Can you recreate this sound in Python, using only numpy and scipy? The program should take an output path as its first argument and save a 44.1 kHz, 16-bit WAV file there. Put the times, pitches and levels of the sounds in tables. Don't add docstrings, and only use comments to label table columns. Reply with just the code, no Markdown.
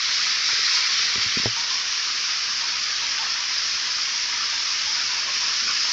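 import sys
import numpy as np
from scipy import signal
from scipy.fft import rfft, irfft
from scipy.io import wavfile
from scipy.ndimage import uniform_filter1d

SR = 44100
rng = np.random.default_rng(int(sys.argv[2]) if len(sys.argv) > 2 else 0)


def generate_wav(signal):
    frames = np.transpose(np.atleast_2d(signal))
    scaled = np.clip(frames, -1, 1) * 32767
    pcm = np.round(scaled).astype(np.int16)
    wavfile.write(sys.argv[1], SR, pcm)


N = 261072
TIME = np.arange(N) / SR
STALL_T60_S = 0.4
USUAL_DB = -27


def undb(db):
    return 10 ** (np.asarray(db) / 20)


def level(x, db=0):
    return x * undb(db) / np.sqrt(np.mean(x ** 2))


def decay(t, t60):
    return np.exp(-np.log(1000) * t / t60)


def add(track, s, sound):
    start = max(int(s * SR), 0)
    part = track[start:start + len(sound)]
    part += sound[:len(part)]


def colour(x, points):
    hz, db = np.transpose(points)
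    spectrum = rfft(x)
    own_shape = np.sqrt(uniform_filter1d(np.abs(spectrum) ** 2, size=1201) + 1e-9)
    bin_hz = np.maximum(np.arange(len(spectrum)) * SR / N, 1)
    target_db = np.interp(np.log(bin_hz), np.log(hz), db)
    return level(irfft(spectrum / own_shape * undb(target_db), N))


def band(x, lo_hz, hi_hz):
    hz = np.arange(N // 2 + 1) * SR / N

    def below(edge_hz):
        return 1 / (1 + (hz / edge_hz) ** 16)

    return irfft(rfft(x) * (below(hi_hz) - below(lo_hz)), N)


def walk(rate):
    hold = int(SR / rate)
    steps = np.repeat(rng.standard_normal(N // hold + 1), hold)
    return level(uniform_filter1d(steps, hold)[:N])


def stall(x, wet_db):
    size, hop = 1024, 256

    def frames(v):
        return signal.stft(v, nperseg=size, noverlap=size - hop)[2]

    keep = undb(-120 * hop / SR / STALL_T60_S)
    energy = signal.lfilter([0, 1 - keep], [1, -keep], np.abs(frames(x)) ** 2, axis=1)
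    diffuse = np.sqrt(energy) * frames(rng.standard_normal(N))
    tail = signal.istft(diffuse, nperseg=size, noverlap=size - hop)[1][:N]
    return (x + level(tail, wet_db) * x.std()) / np.sqrt(1 + undb(2 * wet_db))


def impacts(per_s, spread_db):
    lands = rng.random(N) < per_s / SR
    size = undb(spread_db * np.minimum(rng.standard_normal(N), 2.6))
    return level(lands * size * rng.choice([-1, 1], N))


def bubble(hz, cycles, rise):
    age = np.linspace(0, 1, int(cycles * SR / hz) + 2)
    return np.sin(2 * np.pi * cycles * age * (1 + rise * age / 2)) * decay(age, 1)


def fizz(count, lo_hz, hi_hz, cycles, spread_db, rise):
    out = np.zeros(N)
    for when, pitch, strength, life in rng.random((count, 4)):
        gain = undb(spread_db * min(-np.log(1 - strength), 4))
        hz = lo_hz * (hi_hz / lo_hz) ** pitch
        add(out, when * N / SR, gain * bubble(hz, cycles * (.5 + life), rise))
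    return level(out)


def loudness():
    # [t/s, level/dB]
    drift = [(0, -25), (.85, -24), (1.35, -26.5), (2.2, -27), (2.7, -27.5), (4.4, -26.9), (4.8, -26),
             (5.15, -26.4), (5.92, -24.5)]
    # [middle t/s, length/s, level change/dB]
    swells = [(.38, .16, -2), (.76, 0.12, 3), (1.24, .12, 1.5), (1.447, .08, 0.5), (1.524, 0.11, -2),
              (1.6, 0.078, 2), (1.665, 0.092, -2), (1.723, .1, 1), (1.84, .08, -2), (5.26, .09, -2.5)]
    brief = 0
    for s, length, db in swells:
        phase = np.pi * np.clip((TIME - s) / length, -.5, .5)
        brief = brief + db * np.cos(phase) ** 2
    return np.interp(TIME, *np.transpose(drift)) + brief


def spray():
    # [f/Hz, relative level per Hz/dB]
    cupped_colour = [(470, -51), (800, -23), (970, -18), (1030, -14), (1110, -10), (1280, -3.5),
                     (1600, -5.5), (2180, -3), (2850, -6.5), (4080, -2.5), (5190, 0), (5770, -3),
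                     (6290, -12.5), (7200, -22), (8000, -40.5), (10400, -64), (17600, -120)]
    # [f/Hz, relative level per Hz/dB]
    free_colour = [(470, -40), (800, -21.5), (916, -19.5), (1210, -6), (1450, -6.5), (1760, -5), (1960, -6),
                   (2240, -4), (4000, -4.5), (5190, 0), (5710, -3), (6290, -10.5), (6990, -19.5),
                   (8000, -42), (10400, -62.5), (17600, -120)]
    # [low f/Hz, high f/Hz,
    # base level re USUAL_DB/dB, share of the level changes, wander spread/dB, lift beside the finger/dB]
    voices = [(500, 1738, -12, 0.23, 0.27, 0), (1677, 4317, -3.5, 0.46, -0.14, 3),
              (4327, 9200, 0, 0.99, 0.12, 0)]
    finger_lifts_s, lift_length_s = 1.49, 0.048
    wander_per_s = 9

    ticks = impacts(per_s=8000, spread_db=4)
    fine = fizz(count=4500, lo_hz=2600, hi_hz=7530, cycles=49, spread_db=2.0, rise=.08)
    coarse = fizz(count=2000, lo_hz=839, hi_hz=2617, cycles=36, spread_db=2.5, rise=0.19)
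    water = stall(ticks + undb(-12.5) * fine + undb(-13.5) * coarse, wet_db=-0.5)

    cupped = np.clip(.5 + (finger_lifts_s - TIME) / lift_length_s, 0, 1)
    water = cupped * colour(water, cupped_colour) + (1 - cupped) * colour(water, free_colour)

    change_db = loudness() - USUAL_DB
    out = np.zeros(N)
    for lo_hz, hi_hz, db, share, wander_db, lift_db in voices:
        moving_db = share * change_db + wander_db * walk(wander_per_s) + lift_db * cupped
        out += level(band(water, lo_hz, hi_hz), USUAL_DB + db) * undb(moving_db)
    return out


def drumming():
    # [f/Hz, relative level per Hz/dB]
    floor_colour = [(20, -7.5), (50, -5), (85, 0), (150, -7), (220, -1), (290, -4), (420, -3), (600, -3.5),
                    (800, -3), (1100, -32)]
    # [t/s, level/dB]
    swell = [(0, 6.5), (.55, 4.5), (.8, 4), (1, 8), (1.6, 5), (4.9, 4.5), (5.3, 6.5), (5.92, 6)]
    base_db = -58
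    rumble = colour(stall(impacts(per_s=700, spread_db=4.0), wet_db=4.0), floor_colour)
    return level(rumble, base_db) * undb(np.interp(TIME, *np.transpose(swell)))


def plops():
    # [t/s, starting pitch f/Hz, level ahead of the stall/dB]
    large_bubbles = [(.49, 1387, -22), (0.771, 1407, -24.5), (.89, 1066, -29.5), (1.566, 907, -29),
                     (1.71, 1033, -27.5), (3.19, 873, -32), (3.22, 800, -33), (3.24, 1757, -21.5),
                     (4.53, 927, -31), (4.87, 860, -33), (4.97, 1445, -24), (5.26, 615, -39),
                     (5.279, 1069, -27), (5.42, 977, -31), (5.48, 1104, -30), (5.62, 230, -41),
                     (5.67, 1360, -23.5), (5.69, 1196, -24), (5.88, 973, -32.5)]
    faint_db = -45
    out = undb(faint_db) * fizz(count=200, lo_hz=930, hi_hz=1350, cycles=90, spread_db=1, rise=.08)
    for s, hz, db in large_bubbles:
        add(out, s, undb(db) * bubble(hz, cycles=3.0 * np.sqrt(hz), rise=.15))
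    return stall(out, wet_db=1.0)


def knocks():
    # [t/s, peak level ahead of the low cut/dB, contact time/ms,
    # boom of the case/dB, buzz of its panel/dB]
    touches = [(.531, -34.5, 1.8, 4, -15), (.592, -35.5, 1.1, -1, -17), (.997, -45, 2.1, 2, -8),
               (1.158, -26.5, 2, 2, 2), (1.179, -27.5, 3.2, 1, -4), (1.187, -41, 2.5, -14, 3),
               (1.261, -31, 4.2, 0, -5), (1.371, -19.5, 2.5, -18, 5.5), (1.397, -28.5, 3.8, -17, 8),
               (1.436, -32, 1.6, -6, 0), (1.4582, -9, 1.2, 1, -6), (1.4663, -24, 0.93, 12, -2.5)]
    # [f/Hz, level/dB, t60/s]
    case_modes = [(111.6, -7, 0.15), (226, 6, 0.023), (75, -17, 0.034), (398, 7.5, 0.017),
                  (586, -3.5, 0.021), (830, -2, 0.013)]
    out = np.zeros(N)
    t = TIME[:SR // 4]
    modes = [undb(db) * np.cos(2 * np.pi * hz * t) * decay(t, t60) for hz, db, t60 in case_modes]
    boom, buzz, *others = modes
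    for s, db, contact_ms, boom_db, buzz_db in touches:
        push = np.hanning(max(int(contact_ms * SR / 1000), 3))
        force = undb(-30.0) * rng.standard_normal(len(t)) * np.exp(-t / 0.011)
        force[0] += 1
        ring = undb(boom_db) * boom + undb(buzz_db) * buzz + sum(others)
        knock = signal.fftconvolve(ring, np.convolve(force, push))
        add(out, s, -undb(db) * knock / np.abs(knock).max())
    low_cut = signal.butter(2, 45, "high", fs=SR, output="sos")
    return signal.sosfilt(low_cut, out)


def scene():
    return (spray() + drumming() + plops() + knocks())[None]


def record(dry):
    top_hz = 8800
    treble_cut = signal.ellip(8, .2, 80, top_hz, fs=SR, output="sos")
    return signal.sosfilt(treble_cut, dry)


dry = scene()
out = record(dry)
generate_wav(out)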